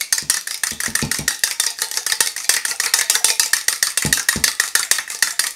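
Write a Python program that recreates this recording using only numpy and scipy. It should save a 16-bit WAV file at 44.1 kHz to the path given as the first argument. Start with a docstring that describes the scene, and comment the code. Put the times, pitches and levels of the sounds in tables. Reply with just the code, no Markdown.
"""Beating eggs in a steel bowl

Eggs are beaten with a fork in a small steel bowl held on a wooden kitchen table.
About six times a second the tines strike and skid along the wall (noise filtered by the bowl's modes),
then tap twice more on their way round through the egg (ringing tines, wet plops of banded noise and bubbles).
The deeper the fork digs, the more the egg sloshes (crowded noise bursts) and the bowl's floor hums (damped
sines); the table thuds now and then (a push and low modes), and a small room answers with dense echoes."""
import sys
import numpy as np
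from scipy import signal
from scipy.fft import rfft, irfft
from scipy.io import wavfile

SR = 44100
rng = np.random.default_rng(int(sys.argv[2]) if len(sys.argv) > 2 else 0)


def waveform_to_disk(signal):
    """Save audio, clipped to [-1, 1], as 16-bit WAV at the path in sys.argv[1]."""
    frames = np.transpose(np.atleast_2d(signal))
    scaled = np.clip(frames, -1, 1) * 32767
    samples = np.round(scaled).astype(np.int16)
    wavfile.write(sys.argv[1], SR, samples)


N = 244971

# the fork strikes the wall, one row a stroke: (time [s], level [dB], wall ring relative to that level [dB])
STRIKES = [(0.1251, -8, -10.5), (0.298, -7.5, -11.5), (0.4719, -20, -6.5), (0.6345, -13, -4),
           (0.8021, -18, -4.5), (0.952, -11.5, -6.5), (1.114, -13.5, -7), (1.2787, -10.5, -4.5),
           (1.4357, -8.5, -9), (1.598, -9.5, -14), (1.7689, -42, -7), (1.9132, -19.5, -36),
           (2.064, -13.5, -9), (2.2046, -6.5, -9.5), (2.3633, -21.5, -7.5), (2.4925, -5, -9),
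           (2.6502, -14.5, -5.5), (2.7991, -13, -6.5), (2.9371, -6, -9), (3.0978, -6.5, -19),
           (3.244, -4, -23), (3.3956, -6.5, -17.5), (3.532, -7.5, -8), (3.682, -8, -9.5),
           (3.8263, -8, -8.5), (3.9738, -10, -10), (4.1263, -6, -14.5), (4.2863, -8, -5.5),
           (4.439, -6.5, -9), (4.5978, -10.5, -3.5), (4.7513, -7.5, -5.5), (4.9121, -6, -9.5),
           (5.0767, -35, 4), (5.2243, -8, -5.5), (5.3929, -9, -8.5)]
# taps that stand out as the fork goes round:
# (time [s], level [dB], wet plop relative to that level [dB], plop pitch [Hz])
TAPS = [(0.0098, -15.5, -5.5, 2174), (0.1807, -15, -8, 1860), (0.3415, -15.5, -9, 1970),
        (0.3686, -18, -4, 1804), (0.509, -20, -9.5, 2130), (0.5432, -21, -9.5, 2230),
        (0.6688, -17, -8.5, 1900), (0.7084, -19.5, -14, 2250), (0.8348, -18.5, -4, 1660),
        (0.8596, -17.5, -1, 1910), (0.9903, -23, 1, 1860), (1.0169, -20.5, -5, 2485),
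        (1.1439, -19, -2.5, 2000), (1.186, -20.5, -9, 2280), (1.3066, -21, -2.5, 1700),
        (1.3454, -26, -9, 1800), (1.4741, -21.0, -3.5, 1600), (1.5103, -18, -4, 2186),
        (1.6362, -18, -8.5, 1780), (1.6642, -12.5, -12, 1930), (1.7031, -23.5, -35, 1850),
        (1.7869, -24.5, -5.5, 1690), (1.8186, -13, -11.5, 1705), (1.94, -22.5, -12, 1980),
        (1.9723, -13.5, -8, 1726), (2.0986, -18.5, -8, 2180), (2.1206, -12.5, -4.5, 1890),
        (2.2605, -18.5, -7, 2070), (2.2719, -15.5, -12, 2200), (2.3787, -22.5, -6, 2140),
        (2.539, -14, -9, 1870), (2.5639, -15.5, -0.5, 1957), (2.6816, -21.5, -8, 2070),
        (2.7117, -19, -2.5, 1960), (2.836, -21, -0.5, 2340), (2.86, -15, -1, 1914), (2.9883, -13, -9, 1990),
        (3.0108, -13.5, -3.5, 1895), (3.1525, -10.5, -6.5, 1670), (3.2829, -17.5, -8, 2140),
        (3.3019, -11.5, -15, 2050), (3.432, -15.5, -11.5, 2200), (3.4595, -18.5, -13, 2070),
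        (3.5662, -17, -8, 1970), (3.7264, -16.5, -5, 1840), (3.869, -16, -4.5, 1900),
        (4.0225, -17.5, 0.5, 1995), (4.0603, -16.5, -7, 1863), (4.1725, -18.0, -2.5, 1640),
        (4.1953, -17, -3.5, 1620), (4.327, -20, -0.5, 1900), (4.4788, -12.5, -6.5, 1910),
        (4.6366, -22, -1.5, 1882), (4.7941, -14.5, -9, 1430), (4.829, -18, -4, 2100),
        (4.9841, -19, 1.5, 1797), (5.1016, -22.0, -3.5, 2070), (5.1471, -23, -8, 1820),
        (5.272, -21, -0.5, 1730), (5.3066, -20.5, -13, 1780), (5.439, -22, 0.5, 1975),
        (5.4675, -17, -9, 1955)]
# the bowl rocks on the table: (time [s], level [dB])
THUDS = [(0.2255, -30.5), (0.7183, -29), (0.880, -24.5), (1.026, -15), (1.192, -20), (4.0502, -14),
         (4.360, -17)]
# how deep the fork digs into the egg: (time [s], depth relative to full depth [dB])
FORK_DEPTH = [(0, -19.5), (1.45, -8), (1.8, -5), (2.15, -6.5), (2.35, -12.5), (2.55, -3.5), (3.3, -1),
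              (3.6, -11), (4.25, -10.5), (4.7, -8.5), (5.0, -7.5), (5.55, -5)]
# spectrum of steel on steel: (frequency [Hz], level [dB])
STEEL_SPECTRUM = [(40, -37), (250, -22), (480, -8.5), (720, -15.5), (1300, -13.5), (2200, -8), (3100, -6.5),
                  (4600, 1), (6400, 4), (7600, 3), (9500, 2), (12000, 0.5), (14000, -8.5), (16000, -14.5)]
# modes of the bowl, damped by hand and egg: (frequency [Hz], level [dB], t60 [s])
BOWL_MODES = [(893, 11.5, 0.097), (1266, 10, 0.12), (1840, 16, 0.028), (2260, -11, 0.57), (2648, 5, 0.085),
              (3520, 1.5, 0.062), (3762, 3, 0.053), (4320, -6, 0.037), (4507, -4.5, 0.017),
              (4740, -2, 0.067), (5320, -9.5, 0.022), (5650, -8, 0.011), (6350, -16, 0.017),
              (6290, -3.5, 0.093), (8580, -1, 0.036), (9030, 6, 0.014), (9660, 2, 0.02),
              (10800, -20, 0.0067), (11540, -14.5, 0.014)]
# modes of the table: (frequency [Hz], level [dB], t60 [s])
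TABLE_MODES = [(69.3, -7, 0.2), (94.7, -1.5, 0.085), (149, 0.5, 0.11), (193.7, -10.5, 0.19),
               (214.7, 0.5, 0.082), (289, -25, 0.59), (381.6, -11.5, 0.12), (447, -24, 0.58)]
# modes of the bowl's floor under the egg: (frequency [Hz], level [dB], t60 [s])
FLOOR_MODES = [(440, -2.5, 0.13), (497, 1, 0.12), (713, -7, 0.036), (899.7, 3.5, 0.15)]
# spectrum of the wet egg: (frequency [Hz], level [dB])
EGG_SPECTRUM = [(100, -21.5), (300, 2.5), (450, -11.5), (900, 5.5), (1600, -10), (2400, 2), (3300, -4.5),
                (6000, 12), (10000, 11.5), (16000, -8)]
# spectrum of the dull knock of the bowl's foot: (frequency [Hz], level [dB])
KNOCK_SPECTRUM = [(40, -9), (150, 1), (350, -17), (650, -2.5), (760, -7.5), (860, 3), (1050, -10),
                  (1600, -18), (16000, -70)]
# decay of the kitchen's reverberation: (frequency [Hz], t60 [s])
ROOM_T60 = [(100, 0.24), (800, 0.24), (2000, 0.35), (5500, 0.22), (10000, 0.21), (15000, 0.2648)]
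# strength of the kitchen's answer: (frequency [Hz], level [dB])
ROOM_SPECTRUM = [(100, -3), (450, -11.5), (950, -2.5), (1800, -12.5), (2700, -3), (5500, -4), (9000, -5),
                 (14000, -6)]
# spectrum of the still air in the kitchen: (frequency [Hz], level [dB])
AIR_SPECTRUM = [(25, 11), (70, -17.5), (200, -11.5), (500, -10), (1500, -19.5), (6000, -2), (15000, -24.5)]

AIR_DB = -44.5
EDGE_HZ = 15800  # upper band limit
SKID_S = 0.00493  # skid time as the wall ring vanishes; the more the wall rings, the longer the skid
FIRST_BITE, BITE_S = 0.52, 0.00053  # the tines' first bite on the wall, as a share of the skid, and its decay
# treble tilt of an ordinary strike, and its loss per dB of extra force
STRIKE_BRIGHT_DB, DULL_PER_DB = -5.5, 0.16
ORDINARY_DB = -11  # level of an ordinary strike
MUFFLE_PER_DB = 0.206  # treble lost per dB of depth in the egg
PURITY_PER_DB = 0.35  # a weak wall ring is more clank than tone (dB of tone per dB of ring)
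# otherwise the fork just grazes the bowl, twice a stroke: delays after the strike
GRAZE_LAGS_S, GRAZE_JITTER_S = (0.042, .076), .003
GRAZE_DB, GRAZE_SPREAD_DB, GRAZE_WET_DB, GRAZE_PLOP_HZ = -25, -0.5, -7.5, 1970
TINE_HZ, TINE_SPREAD = 5580, 0.23  # each tap rings a tine at another pitch (spread as a share)
TAP_BRIGHT_DB, TAP_BRIGHT_SPREAD_DB = -2.5, 2.5
CHURN_DB, CHURN_PER_DB = -24.5, 1.88  # gain of wet sounds at full depth, and how it follows the depth
BEARING_DB, BEARING_PER_DB = -28.5, 0.86  # the same for the tines bearing on the floor of the bowl
STROKE_S = 0.167  # the beating is already under way: one stroke began this long before the first strike
BOTTOM_S, BOTTOM_WIDTH_S = 0.0608, 0.016  # the tines pass over the bowl's floor this long after a strike
SIDE_S, SIDE_WIDTH_S, SIDE_HZ = 0.039, 0.0089, 1273  # before that they meet the far wall, of lower note
SPARED_PER_DB = 0.29  # force that a stroke spares the wall goes into the floor (dB per dB)

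BLOW_SIZE, HEAD_S = 8192, .008  # samples in one blow, and the opening over which its rms is set
T, F = np.arange(BLOW_SIZE) / SR, np.fft.rfftfreq(BLOW_SIZE, 1 / SR)  # time and frequency axes of one blow
SCENE_T, SCENE_F = np.arange(N) / SR, np.fft.rfftfreq(N, 1 / SR)  # the same for the whole scene


def amp(db):
    """Logarithmic level: decibels to amplitude gain."""
    return 10 ** (np.asarray(db) / 20)


def evened(x, span=None):
    """Effective value: scales to rms 1, over the whole sound or over its first span seconds."""
    head = x if span is None else x[:round(span * SR)]
    return x / np.sqrt(np.mean(head ** 2) + 1e-20)


def read(points, hz):
    """Logarithmic pitch: interpolates a table on a log-frequency axis."""
    f, value = np.transpose(points)
    return np.interp(np.log(hz + 1), np.log(f + 1), value)


def add(mix, s, sound):
    """Superposition: adds a sound into the mix at time s."""
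    part = mix[max(round(s * SR), 0):][:len(sound)]
    part += sound[:len(part)]


def resonance(f, hz, width_hz):
    """Resonance: complex response of one mode, gain 1 at its centre."""
    return 1 / (1 + 2j * (f - hz) / width_hz)


def body(f, modes):
    """Modal superposition: a body passes a blow on and rings with its modes."""
    # a mode's bandwidth is 2.2 / t60
    return 1 + sum(amp(db) * resonance(f, hz, 2.2 / t60) for hz, db, t60 in modes)


def causal(db):
    """Causality: a minimum-phase response with the given gains, so nothing sounds before the blow."""
    cepstrum = irfft(np.log(amp(db)))
    half = len(cepstrum) // 2
    cepstrum[1:half] *= 2
    cepstrum[half + 1:] = 0
    return np.exp(rfft(cepstrum))


def band(envelope, hz, width_hz):
    """Selective filtering: a noise burst through one steep resonance, rms 1 over its start."""
    burst = rfft(rng.standard_normal(BLOW_SIZE) * envelope)
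    return evened(irfft(burst * resonance(F, hz, 2 * width_hz) ** 2), HEAD_S)


def bubble(hz, life, glide):
    """Bubble resonance: a pocket of air rings and shifts pitch as the egg folds over it."""
    turns = np.cumsum(hz * (1 + glide * np.tanh(T / life / 2))) / SR
    return np.sin(2 * np.pi * turns) * (1 - np.exp(-4 * T / life)) * np.exp(-T / life)


def bowl(place_db=5.5, load=0.016):
    """Modal excitation: each contact's spot shares out the modes anew; the moving egg's load detunes them."""
    chance = rng.standard_normal((len(BOWL_MODES), 2)).clip(-1.5, 1.5)
    modes = [(hz * (1 + load * detune), db + place_db * share, t60)
             for (hz, db, t60), (share, detune) in zip(BOWL_MODES, chance)]
    return body(F, modes)


def clink(grip, response, bright_db):
    """Contact excitation: noise chatters on the steel during the grip; bright_db tilts the treble up or down."""
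    chatter = rng.standard_normal(BLOW_SIZE) * grip
    tilt_db = bright_db * np.tanh(np.log((F + 1) / 7500) / 0.35) / 2
    colour = causal(read(STEEL_SPECTRUM, F) + tilt_db)
    return evened(irfft(rfft(chatter) * response * colour), HEAD_S)


def depth(s):
    """Immersion: depth of the fork in the egg at time s, in dB."""
    return np.interp(s, *np.transpose(FORK_DEPTH))


def churn():
    """Immersion drives agitation: gain of the wet sounds at every sample."""
    return amp(CHURN_DB + CHURN_PER_DB * depth(SCENE_T))


def starts():
    """Repeated strokes: when each one begins."""
    return [STRIKES[0][0] - STROKE_S] + [row[0] for row in STRIKES]


def passing(s, lag, width):
    """Cyclic motion: a bell curve peaks as the fork passes a given point of each stroke."""
    return sum(np.exp(-((s - start - lag) / width) ** 2) for start in starts())


def air():
    """Stationary noise: a faint steady hush of filtered random pressure."""
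    hush = irfft(rfft(rng.standard_normal(N)) * amp(read(AIR_SPECTRUM, SCENE_F)), N)
    return amp(AIR_DB) * evened(hush)


def room(x, first=.004, drift_hz=2.128, count=4):
    """Reverberation: dense reflections die by band, and shift as arm and bowl move."""
    t, out = np.arange(SR // 2) / SR, np.zeros(N)
    for k in range(count):
        sparse = rng.standard_normal(len(t)) * (rng.random(len(t)) < 4000 / SR)  # 4000 echoes a second
        hz, when, z = signal.stft(sparse * (t > first), SR, nperseg=128)
        z = z * amp(-60 * when / read(ROOM_T60, hz)[:, None])
        energy = np.linalg.norm(signal.istft(z, SR)[1])  # before colouring
        tail = signal.istft(z * amp(read(ROOM_SPECTRUM, hz))[:, None], SR)[1] / energy
        # staggered cosines fade between the tails at constant total power
        turn = np.cos(np.pi * (drift_hz * SCENE_T + k / count)) * np.sqrt(2 / count)
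        out += signal.oaconvolve(x * turn, tail)[:N]
    return out


def cupboard(x, delay=0.0087, level_db=-15):
    """Specular reflection: one distinct early echo from a nearby hard surface."""
    out = np.zeros(N)
    add(out, delay, amp(level_db) * x)
    return out


def thuds(push=0.00091, push_db=1, ring_db=0, swell=0.0037, knock_db=-13, knock_t60=0.19,
          echo=0.041, echo_hz=255, echo_db=-9):
    """Impulse response: a soft push and release, a rough knock, the table's low modes, a short echo off a wall."""
    out, u = np.zeros(N), T / push - 1.6
    blow = -2 * u * np.exp(-u ** 2)
    onset = 1 - np.exp(-T / swell)
    ring = sum(amp(db - 60 * T / t60) * np.cos(2 * np.pi * hz * T) for hz, db, t60 in TABLE_MODES)
    thud = amp(push_db) * blow + amp(ring_db) * ring * onset
    settle = np.sin(2 * np.pi * echo_hz * T) * onset * np.exp(-T / 0.013)
    knock_envelope = amp(knock_db - 60 * T / knock_t60) * onset
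    for s, db in THUDS:
        noise = rfft(rng.standard_normal(BLOW_SIZE))
        knock = evened(irfft(noise * amp(read(KNOCK_SPECTRUM, F))))
        add(out, s, amp(db) * (thud + knock * knock_envelope))
        add(out, s + echo, amp(db + echo_db) * settle)
    return out


def foot(level_db=-8, length=0.00017, bright_db=-12):
    """Brief impact: the steel foot of the bowl clicks as it lands on the table."""
    out = np.zeros(N)
    for s, db in THUDS:
        add(out, s, amp(db + level_db) * clink(np.exp(-T / length), bowl(), bright_db))
    return out


def slosh(level_db=-3, lag=0.048, width=0.018, rest=0.017):
    """Granular turbulence: tiny wet bursts crowd together as the fork ploughs through after each strike."""
    plough = rest + passing(SCENE_T, lag, width)
    bursts = rng.standard_normal(N) * (rng.random(N) < 7000 / SR) * plough  # 7000 bursts a second
    wet = irfft(rfft(bursts) * amp(read(EGG_SPECTRUM, SCENE_F)), N)
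    return amp(level_db) * evened(wet) * churn()


def bubbles(lo_hz, hi_hz, level_db, life, lag, spread, count):
    """Entrained air: each stroke folds a few ringing pockets into the egg."""
    out = np.zeros(N)
    for row in STRIKES:
        for when, pitch, faintness, glide in rng.random((count, 4)):
            pocket = bubble(lo_hz * (hi_hz / lo_hz) ** pitch, life, .14 * (glide - .6))
            add(out, row[0] + lag + spread * when, amp(level_db - 10 * faintness) * pocket)
    return out * churn()


def spatter(peak_per_s=260, level_db=17, lag=0.028, width=0.014):
    """Film rupture: films of egg snap off the tines in separate tiny ticks."""
    lifting = passing(SCENE_T, lag, width)
    ticks = rng.standard_normal(N).clip(-2, 2) * (rng.random(N) < lifting * peak_per_s / SR)
    return amp(level_db) * irfft(rfft(ticks) * amp(read(STEEL_SPECTRUM, SCENE_F)), N) * churn()


def bottom_taps(contacts, elsewhere=.25):
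    """Division of force: the share of each tap that goes into the bowl's floor, as (time [s], level [dB])."""
    shares = []
    for s, db, *_ in contacts:
        strike_db = min(STRIKES, key=lambda row: abs(s - BOTTOM_S - row[0]))[1]
        spared = amp(SPARED_PER_DB * (ORDINARY_DB - strike_db))
        landing = passing(s, BOTTOM_S, BOTTOM_WIDTH_S) * spared
        shares.append((s, db + 20 * np.log10(elsewhere + landing)))
    return shares


def hollow(contacts, level_db, glide=0.0092, settle=.04):
    """Loaded modes: deep blows also sound the floor of the bowl, detuned by the shifting egg."""
    out = np.zeros(N)
    for s, db, *_ in contacts:
        detune = rng.uniform(.96, 1.04) + glide * rng.standard_normal() * np.exp(-T / settle)
        elapsed = np.cumsum(detune) / SR
        ring = sum(amp(mode_db - 60 * T / t60) * np.sin(2 * np.pi * (hz * elapsed + rng.random()))
                   for hz, mode_db, t60 in FLOOR_MODES)
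        bearing_db = BEARING_DB + BEARING_PER_DB * depth(s)
        add(out, s, amp(level_db + db + bearing_db) * ring * (1 - np.exp(-T / 0.0007)))
    return out


def drag(level_db=-31, per_depth=0.12, lag=0.054, width=0.032, per_s=600, bright_db=-4):
    """Stick-slip friction: between the taps the tines scrape over the bowl in a run of tiny slips."""
    touching = passing(SCENE_T, lag, width)
    slips = rng.standard_normal(N) * (rng.random(N) < per_s / SR)
    tilt_db = bright_db * np.log2((SCENE_F + 500) / 7500).clip(0, None)  # per octave, in the treble only
    colour = amp(read(STEEL_SPECTRUM, SCENE_F) + tilt_db)
    scrape = evened(irfft(rfft(slips) * colour * body(SCENE_F, BOWL_MODES), N))
    return scrape * touching * amp(level_db + per_depth * depth(SCENE_T))


def flicks(level_db=-33, spread_db=3, lag=.088, spread=0.031, length=.0007, bright_db=0):
    """Release transient: as the fork lifts clear late in each stroke, it gives off one tiny dry tick."""
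    out = np.zeros(N)
    for s, *_ in STRIKES:
        tick = clink(np.exp(-T / length), bowl(), bright_db)
        add(out, s + lag + spread * rng.random(), amp(level_db + spread_db * rng.standard_normal()) * tick)
    return out


def grazes(clear=.022):
    """Light contact: rows like TAPS at the usual places in each stroke, wherever no firmer tap falls."""
    due = [s + lag for s, *_ in STRIKES for lag in GRAZE_LAGS_S]
    rows = []
    for s, (late, force, pitch) in zip(due, rng.standard_normal((len(due), 3))):
        if min(abs(s - row[0]) for row in TAPS) > clear:
            rows.append((s + GRAZE_JITTER_S * late, GRAZE_DB + GRAZE_SPREAD_DB * force,
                         GRAZE_WET_DB, GRAZE_PLOP_HZ * np.exp(0.082 * pitch)))
    return rows


def far_wall(contacts, level_db=-7, width_hz=110, rise=0.00067, decay=0.0042):
    """Local resonance: taps early in a stroke draw a short, lower note from the far wall."""
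    out = np.zeros(N)
    swell = (1 - np.exp(-T / rise)) * np.exp(-T / decay)
    for s, db, wet_db, _ in contacts:
        nearness = passing(s, SIDE_S, SIDE_WIDTH_S)
        add(out, s, amp(level_db + db + wet_db) * nearness * band(swell, SIDE_HZ, width_hz))
    return out


def taps(contacts, level_db=-1.13, plop_db=-5.5, bubble_db=0, life=0.0068, tine_db=6, tine_width_hz=800,
         plop_width_hz=480, length=0.0043, close_s=.004, wet_close_s=0.0059):
    """Impact and cavity closure: short taps ring a tine, and the egg closes behind it with a plop."""
    out = np.zeros(N)
    grip = (1 - np.exp(-T / 0.0001)) * np.exp(-(T / length) ** 2)
    chance = rng.standard_normal((len(contacts), 2))
    for (s, db, wet_db, plop_hz), (pitch, bright) in zip(contacts, chance):
        tine = 1 + amp(tine_db) * resonance(F, TINE_HZ * np.exp(TINE_SPREAD * pitch), tine_width_hz)
        pocket = evened(bubble(plop_hz, life, rng.uniform(-.15, .1)), HEAD_S)
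        decay_s = close_s + wet_close_s * amp(wet_db)  # wetter plops last longer
        closing = (1 - np.exp(-T / 0.0008)) * np.exp(-T / decay_s)
        plop = band(closing, plop_hz, plop_width_hz) + amp(bubble_db) * pocket
        tap = clink(grip, bowl() * tine, TAP_BRIGHT_DB + TAP_BRIGHT_SPREAD_DB * bright)
        add(out, s, amp(db) * (amp(level_db) * tap + amp(plop_db + wet_db) * plop))
    return out


def strikes(level_db=-1.24, wall_db=0, wall_hz=1840, tone_db=2, clank_db=-5, clank_hz=1720,
            clank_width_hz=420, rise=0.00044):
    """Friction-driven resonance: each strike skids and pumps the wall's main mode, which the egg chokes."""
    out = np.zeros(N)
    swell = (1 - np.exp(-T / 0.0013)) * np.exp(-(T / 0.0047) ** 4) + 0.013 * np.exp(-T / .014)
    for s, db, ring_db in STRIKES:
        skid_s = SKID_S * (1 + amp(ring_db))
        skid = (1 - np.exp(-T / rise)) * np.exp(-(T / skid_s) ** 3)
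        grip = skid + FIRST_BITE * np.exp(-T / BITE_S)
        bright_db = STRIKE_BRIGHT_DB - DULL_PER_DB * (db - ORDINARY_DB) - MUFFLE_PER_DB * depth(s)
        hz = wall_hz * (1 + .018 * rng.standard_normal())
        tone = evened(swell * np.sin(2 * np.pi * hz * T), HEAD_S)
        clank = band(swell, clank_hz, clank_width_hz)
        wall = amp(tone_db + PURITY_PER_DB * ring_db) * tone + amp(clank_db) * clank
        contact = amp(level_db) * clink(grip, bowl(), bright_db)
        add(out, s, amp(db) * (contact + amp(wall_db + ring_db) * wall))
    return out


def fork(contacts):
    """Directional radiation: strikes and taps as they leave the bowl in one direction."""
    return strikes() + taps(contacts) + far_wall(contacts)


def scene():
    """Superposition of sources and reflections: fork, egg and table in the kitchen."""
    contacts = list(TAPS) + grazes()
    squelch = bubbles(lo_hz=1203, hi_hz=2680, level_db=12, life=0.0069, lag=0.028, spread=0.036, count=3)
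    gurgle = bubbles(lo_hz=664, hi_hz=1012, level_db=-1, life=0.013, lag=.02, spread=.1, count=5)
    hum = hollow(STRIKES, level_db=-3) + hollow(bottom_taps(contacts), level_db=8.5)
    egg = slosh() + spatter() + squelch + gurgle
    rest = egg + drag() + flicks() + hum + thuds() + foot()
    # the bowl sends one mixture of its modes to the microphone and another to the walls
    direct = fork(contacts) + rest
    outward = fork(contacts) + rest
    return (direct + cupboard(outward) + room(outward) + air())[None]


def record(dry, ceiling=0.92, low_cut_hz=48):
    """Transduction: the microphone drops deep bass and overloads softly; then the band limit."""
    high_pass = signal.butter(4, low_cut_hz, "highpass", fs=SR, output="sos")
    thin = signal.sosfilt(high_pass, dry)
    squashed = thin / (1 + (thin / ceiling) ** 6) ** (1 / 6)
    low_pass = signal.firwin(255, EDGE_HZ, window=("kaiser", 8), fs=SR)
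    return signal.oaconvolve(squashed, low_pass[None], "same")


dry = scene()
out = record(dry)
waveform_to_disk(out)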